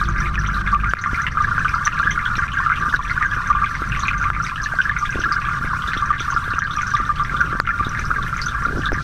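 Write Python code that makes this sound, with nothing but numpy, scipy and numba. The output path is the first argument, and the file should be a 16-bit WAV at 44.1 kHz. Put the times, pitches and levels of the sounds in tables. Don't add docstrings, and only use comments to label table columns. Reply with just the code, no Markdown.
import sys
import numpy as np
from scipy import signal
from scipy.fft import rfft, irfft, next_fast_len
from scipy.io import wavfile
from scipy.ndimage import uniform_filter1d
from numba import njit

SR = 44100
rng = np.random.default_rng(int(sys.argv[2]) if len(sys.argv) > 2 else 0)


def boost(x):
    u = np.asarray(x, float) / 20
    return 10 ** u


def to_wav(sig):
    pcm = np.clip(np.atleast_2d(sig), -1, 1) * 32767
    pcm = np.round(pcm).astype(np.int16)
    wavfile.write(sys.argv[1], SR, pcm.T)


N = 398223
T = np.arange(N) / SR

# (centre [Hz], width [Hz], lift [dB])
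SHELL_MODES = [(1191.6, 41.7, 19), (1392, 117, 13.5), (1584, 135, 12), (2070, 36, 8), (2400, 86, 5.5),
               (3700, 650, 5), (5890, 450, 16)]
# (pitch [Hz], level [dB])
BUBBLE_SIZES = [(800, -35), (1000, -16), (1130, -12), (1400, -4.5), (1700, -8), (2000, -15), (3000, -20.5),
                (5000, -29), (6500, -35), (7500, -50)]
# (time [s], bubble stream level [dB], rumble level [dB])
DRIFT = [(0.0, -19.5, -14), (0.63, -21, -25), (1.05, -21, -27.5), (1.41, -21.5, -25.5), (3.32, -20, -26.5),
         (3.67, -22.5, -29), (4.2, -21.5, -26), (4.55, -25.5, -29), (5.53, -21.5, -28),
         (8.78, -25.5, -24.5), (9.03, -23, -16)]
# (frequency [Hz], density [dB per Hz])
FLOW_SPECTRUM = [(15, -1), (25, 3), (150, 1.5), (230, -11), (400, -22.5), (700, -26.5), (1000, -27),
                 (2500, -38), (6000, -41.5), (7500, -48), (13000, -55)]
# (start [s], end [s], level [dB])
TOUCHES = [
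    (0, 0.922, -22),
    (3.84, 3.98, -26),
    (4.12, 4.44, -27),
]
# (multiple of the root [1], level [dB])
HUM_OVERTONES = [(1, 2), (2, -8.5), (3, -10.5), (4, -14), (7, -24.5)]
# (frequency [Hz], level [dB rms])
WHINE_TONES = [(8031, -76), (8091, -72), (8152, -63), (8212, -66), (8273, -74), (8333, -76)]
# (time [s], level [dB], pitch [Hz], length [s])
BIG_BURSTS = [(0.013, -8, 1207, 0.01), (0.087, -17.5, 1230, 0.0081), (0.488, -15, 1383, 0.00286),
              (0.566, -21, 1225, 0.006), (0.727, -8, 1170, 0.0068), (0.748, -13.5, 1164, 0.007),
              (1.059, -19, 1249, 0.016), (1.371, -13, 1298, 0.0089), (1.402, -10.5, 1213, 0.0089),
              (1.647, -16.5, 1230, 0.008), (1.863, -8, 1182, 0.02), (2.699, -11.5, 1315, 0.024),
              (2.992, -19, 1044, 0.008), (3.214, -8.5, 1186, 0.015), (3.501, -2.5, 1170, 0.016),
              (3.55, -11.5, 1123, 0.014), (3.633, -5.5, 1184, 0.0065), (4.109, -11.5, 1200, 0.007),
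              (6.023, -11, 1156, 0.005), (6.104, -2, 1195, 0.024), (6.279, -12, 1160, 0.007),
              (6.333, -11, 1130, 0.0039), (6.771, -15, 1236, 0.018), (6.938, -7, 1170, 0.0067),
              (6.992, -16.5, 1208, 0.011), (7.092, -11.5, 1224, 0.013), (7.196, -10, 1154, 0.017),
              (7.795, -8, 1188, 0.01), (8.184, -10, 1185, 0.01), (8.622, -12.5, 1193, 0.009)]
# (time [s], level [dB], pitch [Hz])
MIDDLE_BURSTS = [(0.871, -16, 1386), (0.889, -15.5, 1484), (1.444, -10, 1657), (1.58, -16, 1490),
                 (1.74, -14, 1302), (1.976, -18, 1636), (2.072, -7, 1625), (2.176, -9.5, 1424),
                 (2.388, -11, 1625), (8.863, -14.5, 1540), (2.57, -14.5, 1630), (2.662, -9.5, 1340),
                 (2.718, -9.5, 1490), (2.824, -12.5, 1610), (2.939, -13, 1647), (3.176, -11, 1560),
                 (3.252, -13, 1610), (4.4, -13, 1386), (4.787, -10.5, 1514), (4.802, -9, 1530),
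                 (4.895, -10.5, 1760), (5.238, -12.5, 1670), (5.486, -12, 1350), (6.363, -10.5, 1328),
                 (6.583, -10.5, 1362), (7.405, -11, 1520), (7.69, -9.5, 1387), (8.113, -12.5, 1440),
                 (8.465, -15, 1440), (8.651, -10.5, 1360)]
# (time [s], level [dB], pitch [Hz])
SMALL_BURSTS = [(0.183, -20, 2070), (0.228, -27, 2400), (0.258, -22, 2170), (1.145, -17, 2120),
                (1.266, -15.5, 2020), (1.268, -21, 2850), (1.682, -17.5, 2400), (1.925, -28.5, 2770),
                (2.107, -16, 2070), (2.192, -22, 2050), (2.724, -18.5, 2100), (3.097, -20, 2020),
                (3.226, -14, 1884), (3.643, -25, 2310), (3.92, -21.5, 2720), (4.053, -21, 2400),
                (4.082, -12.5, 2535), (4.132, -25, 2050), (4.349, -23, 2180), (4.455, -28, 1890),
                (4.966, -20.5, 2190), (5.23, -29.5, 2770), (5.452, -30.5, 2310), (5.651, -23, 2100),
                (6.535, -28, 2720), (6.62, -14, 1760), (6.783, -23.5, 2420), (7.296, -26, 2150),
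                (7.689, -23.5, 2400), (7.974, -20, 1770)]
# (time [s], level [dB], pitch [Hz])
TINY_BURSTS = [(0.544, -29, 3950), (1.014, -35, 6350), (1.749, -34.5, 4560), (1.852, -19.5, 6180),
               (2.108, -24, 5960), (2.113, -26.5, 3200), (2.255, -24, 3300), (2.355, -30, 3960),
               (2.519, -27.5, 2970), (3.995, -28, 6380), (4.033, -27, 4050), (4.439, -27.5, 5900),
               (4.632, -29, 6220), (4.64, -28.5, 4200), (4.987, -29, 6080), (5.058, -28.5, 3340),
               (5.199, -30.5, 5600), (5.323, -24.5, 4770), (5.876, -25.5, 3620), (5.974, -25, 3370),
               (6.197, -25, 3400), (6.709, -27, 3430), (6.904, -32, 6040), (7.186, -31, 3360),
               (7.367, -28, 3480), (7.848, -27, 3680), (8.417, -21, 4720), (8.46, -24, 6110),
               (8.484, -28, 3450), (8.857, -19.5, 3610)]
# (time [s], ring level [dB], thud level [dB], crack level [dB])
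TICKS = [
    (.9358, 5, -5, -15),
    (1.5805, -5, -26, -34),
    (4.302, -2, -30, -30),
    (7.6006, 6, -3, -1),
    (8.9194, -4, 3, -18),
]
# (time [s], peak level [dB], pitch [Hz])
BUMPS = [(1.132, -21, 202), (2.056, -35, 313), (6.478, -32, 417), (2.38, -28, 264), (2.942, -28, 293),
         (3.37, -31, 301), (3.819, -23.5, 300), (4.738, -28, 690), (5.157, -19, 328), (5.191, -22.5, 318),
         (5.611, -27, 200), (5.646, -25, 261), (5.882, -34, 301), (5.967, -24.5, 272), (6.207, -30, 310),
         (6.348, -32, 299), (7.001, -27, 297), (7.338, -29, 242), (6.537, -27, 300), (7.528, -28.5, 378),
         (7.552, -22.5, 207), (7.81, -26.5, 320), (7.868, -21, 258), (7.992, -35, 355), (8.627, -35, 296),
         (8.684, -31, 285), (8.729, -25, 304), (8.773, -20.5, 340), (8.929, -18, 323), (8.975, -26, 200)]
# (start [s], end [s], level [dB])
RUBS = [
    (5.141, 5.31, -35),
    (7.3, 7.58, -36),
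    (8.0, 8.25, -35),
    (8.65, 8.81, -28),
    (2.8, 2.9, -40),
]
# (time [s], gain [dB])
DUCKS = [(0.037, -7.5), (0.113, -7.5), (.3, -6.5), (0.359, -9), (.45, -8.5), (0.619, -8.5), (0.748, -11),
         (0.819, -10), (0.892, -7.5), (0.938, -14.5), (1.29, -8.5), (1.88, -5.5), (2.47, -8.5), (2.722, -6),
         (2.971, -9), (3.251, -6.5), (4.116, -4), (4.152, -5), (4.307, -7.5), (4.412, -2), (4.902, -7.5),
         (5.592, -3.5), (6.117, -3), (6.339, -4), (6.592, -11.5), (6.805, -0.5), (7.128, -6), (7.231, -6),
         (7.602, -13), (8.884, -8.5)]


def level(x, db):
    return x * boost(db) / np.sqrt(np.mean(x ** 2))


def curve(points, hz):
    f, db = np.transpose(points)
    return np.interp(np.log(hz), np.log(f), db)


def resonance(hz, centre_hz, width):
    return 1 / (1 + 1j * (hz ** 2 - centre_hz ** 2) / (hz * width))


def filtered(x, response):
    size = next_fast_len(N + SR)
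    hz = np.maximum(np.arange(size // 2 + 1) * SR / size, 1.)
    return irfft(rfft(x, size) * response(hz), size)[:N]


def walk(rate):
    hold = int(SR / rate)
    steps = np.repeat(rng.standard_normal(N // hold + 1), hold)
    return 1.3 * uniform_filter1d(uniform_filter1d(steps, hold), hold)[:N]


@njit
def ring(s, hz, size, t60, rise, glide):
    out = np.zeros(N)
    for k in range(len(s)):
        start, phase = int(s[k] * SR), 0.
        for i in range(min(int(t60[k] * SR), N - start)):
            t = i / SR
            phase += 2 * np.pi * hz[k] * (1 + glide * t / t60[k]) / SR
            envelope = (1 - np.exp(-t / rise)) * np.exp(-6.907755 * t / t60[k])
            out[start + i] += size[k] * envelope * np.sin(phase)
    return out


def housing(hz):
    return 1 + sum((boost(db) - 1) * resonance(hz, f, w) for f, w, db in SHELL_MODES)


def before_gain(s, db):
    return db - np.interp(s, T, limiter_db())


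def bubbles(s, db, hz, length, t60, rise, spread, fade_db, count):
    late, detune = np.moveaxis(rng.random((len(s), count, 2)), 2, 0)
    order = np.arange(count)
    follows = order > 0
    start = s[:, None] + np.clip(length, 0, .06)[:, None] * (order + late * follows) / count
    pitch = hz[:, None] * (1 + spread * (2 * detune - 1) * follows)
    fade = fade_db * np.sqrt(order / count)
    size = boost(before_gain(s + length / 4, db)[:, None] + fade) / np.abs(housing(hz))[:, None]
    return ring(start.ravel(), pitch.ravel(), size.ravel(), t60 + 0 * pitch.ravel(), rise, 0.)


def stream(count, scatter_db, cycles):
    u = rng.random((count, 4)).T
    clump_s = np.round(u[0] * 360) / 40
    s = np.clip(clump_s + .03 * (u[3] - .5), 0, 9.02)
    hz = 800 * (7500 / 800) ** u[1]
    db = curve(BUBBLE_SIZES, hz) - scatter_db * np.log(u[2] + 0.00067)
    return level(ring(s, hz, boost(db), 0.025 + cycles / hz, 0.0003, 0.0033), 0)


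def clusters(count, scatter_db):
    u = rng.random((count, 3)).T
    s = 9 * u[0]
    hz = 1800 * (7000 / 1800) ** u[1]
    db = curve(BUBBLE_SIZES, hz) + 20 * np.log10(np.abs(housing(hz))) + scatter_db * u[2]
    return bubbles(s, db, hz, .035 + 0 * s, 0.013, 0.00015, 0.14, -23, count=12)


def flow_colour(hz):
    return boost(curve(FLOW_SPECTRUM, hz))


def rumble():
    noise = filtered(rng.standard_normal(N), lambda hz: flow_colour(hz) / (1 + (hz / 1500) ** 4))
    flow = noise * boost(1.2 * walk(14))
    sway = filtered(flow, lambda hz: 1 / (1 + (hz / 65) ** 8))
    return level(flow - sway, -5.0) + level(sway, -4.5)


def hiss(air, fizz):
    sparkle = filtered(air, lambda hz: 1 / (1 + (3200 / hz) ** 8))
    flare = level(uniform_filter1d(np.abs(sparkle), 300), 0)
    total, top_hz = 0, 14350
    for centre in 2000 * 2 ** np.arange(0, 3.5, .5):
        band = filtered(rng.standard_normal(N),
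                        lambda hz: flow_colour(hz) * resonance(hz, centre, centre / 3.6) * (hz < top_hz))
        total = total + band * (boost(3.3 * walk(30)) + fizz * flare)
    return level(total, -45.5)


def contact():
    press_s, let_go_s = 0.14, .02
    total = 0
    for start, end, db in TOUCHES:
        press = (T - start) / press_s + .5
        let_go = (end - T) / let_go_s + .5
        total = total + boost(db) * np.clip(np.minimum(press, let_go), 0, 1)
    return total


def hum():
    root_hz = 49.1 * (1 + .02 * walk(10))
    phase = 2 * np.pi * np.cumsum(root_hz) / SR
    tone = sum(boost(db + 1.0 * k ** 0.81 * walk(48)) * np.sin(k * phase + k) for k, db in HUM_OVERTONES)
    return level(tone, 0) * contact()


def whine():
    return sum(boost(db + 1.5) * np.sin(2 * np.pi * hz * T) for hz, db in WHINE_TONES)


def big_bursts(count):
    u = rng.random((count, 3)).T
    low_hz, high_hz = 1060, 1785
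    lesser = np.array([9 * u[0], -15 - 11 * u[1], low_hz * (high_hz / low_hz) ** u[2]])
    brief = np.hstack([np.transpose(MIDDLE_BURSTS), lesser])
    brief = np.vstack([brief, .006 + 0 * brief[0]])
    s, db, hz, length = np.hstack([np.transpose(BIG_BURSTS), brief])
    return bubbles(s, db + 5, hz, 1.4 * length, 0.038, 0.00049, 0.054, -8.5, count=3)


def small_bursts():
    s, db, hz = np.transpose(SMALL_BURSTS + TINY_BURSTS)
    return bubbles(s, db + 6.5, hz, .035 + 0 * s, 0.018, 0.00027, 0.1, -19.5, count=12)


def limiter_db():
    knee_db, bite_per_db, late_s = -13, 0.62, 0.018
    recover_db_s, bite_s = 71, 0.0011
    gain = np.zeros(N)
    rings = [(s + late_s, bite_per_db * (knee_db - db)) for s, db, *_ in BIG_BURSTS + MIDDLE_BURSTS]
    for s, db in DUCKS + rings:
        span = slice(int(s * SR), int(s * SR) + SR // 2)
        gain[span] = np.minimum(gain[span], db + recover_db_s * (T[span] - s))
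    return uniform_filter1d(gain, max(int(bite_s * SR), 1))


def ticks():
    s, db, thud_db, crack_db = np.transpose(TICKS)
    body = ring(s, 1380 + 0 * s, boost(db), .015 + 0 * s, .00025, 0.)
    thud = ring(s, 700 + 0 * s, boost(thud_db), .004 + 0 * s, .0002, 0.)
    crack = np.zeros(N)
    crack[(s * SR).astype(int) + 24] = boost(crack_db)
    return body + thud + filtered(crack, lambda hz: resonance(hz, 11000, 14000))


def bumps():
    s, db, hz = np.transpose(BUMPS)
    size = boost(before_gain(s, db) + 10)
    knock = ring(s, hz, size, 0.014 + 0 * s, 0.00009, -0.13)
    push = ring(s, 70 + 0 * s, size * boost(-2.5), 0.044 + 0 * s, 0.00032, 0.)
    return knock + push


def rubs():
    u = rng.random((len(RUBS), 32, 3))
    start, end, db = np.transpose(RUBS)[:, :, None]
    s = start + (end - start) * u[:, :, 0]
    hz = 220 * 2.87 ** u[:, :, 1]
    size = boost(db + 10 * u[:, :, 2]) * 300 / hz
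    return ring(s.ravel(), hz.ravel(), size.ravel(), 7 / hz.ravel(), 0.00029, 0.)


def scene():
    s, *columns = np.transpose(DRIFT)
    stream_db, rumble_db = (np.interp(T, s, c) for c in columns)
    far = stream(count=11000, scatter_db=2.5, cycles=44.0) * boost(stream_db - 13.5)
    near = clusters(count=380, scatter_db=18) * boost(-18.5)
    air = filtered(far + near + big_bursts(count=80) + small_bursts(), housing)
    shake = rumble() * boost(np.minimum(rumble_db, -24)) + hum()
    shake = shake * boost(-.8 * limiter_db())
    handling = ticks() + bumps() + rubs()
    return (air + shake + hiss(air, fizz=.25) + whine() + handling)[None]


def roll_off(x):
    return signal.sosfilt(signal.butter(12, 15500, fs=SR, output="sos"), x)


def record(dry):
    ceiling = .69
    x = dry * boost(limiter_db() + 0.04) / ceiling
    mix = ceiling * x / (1 + x ** 8) ** (1 / 8)
    return roll_off(mix)


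dry = scene()
out = record(dry)
to_wav(out)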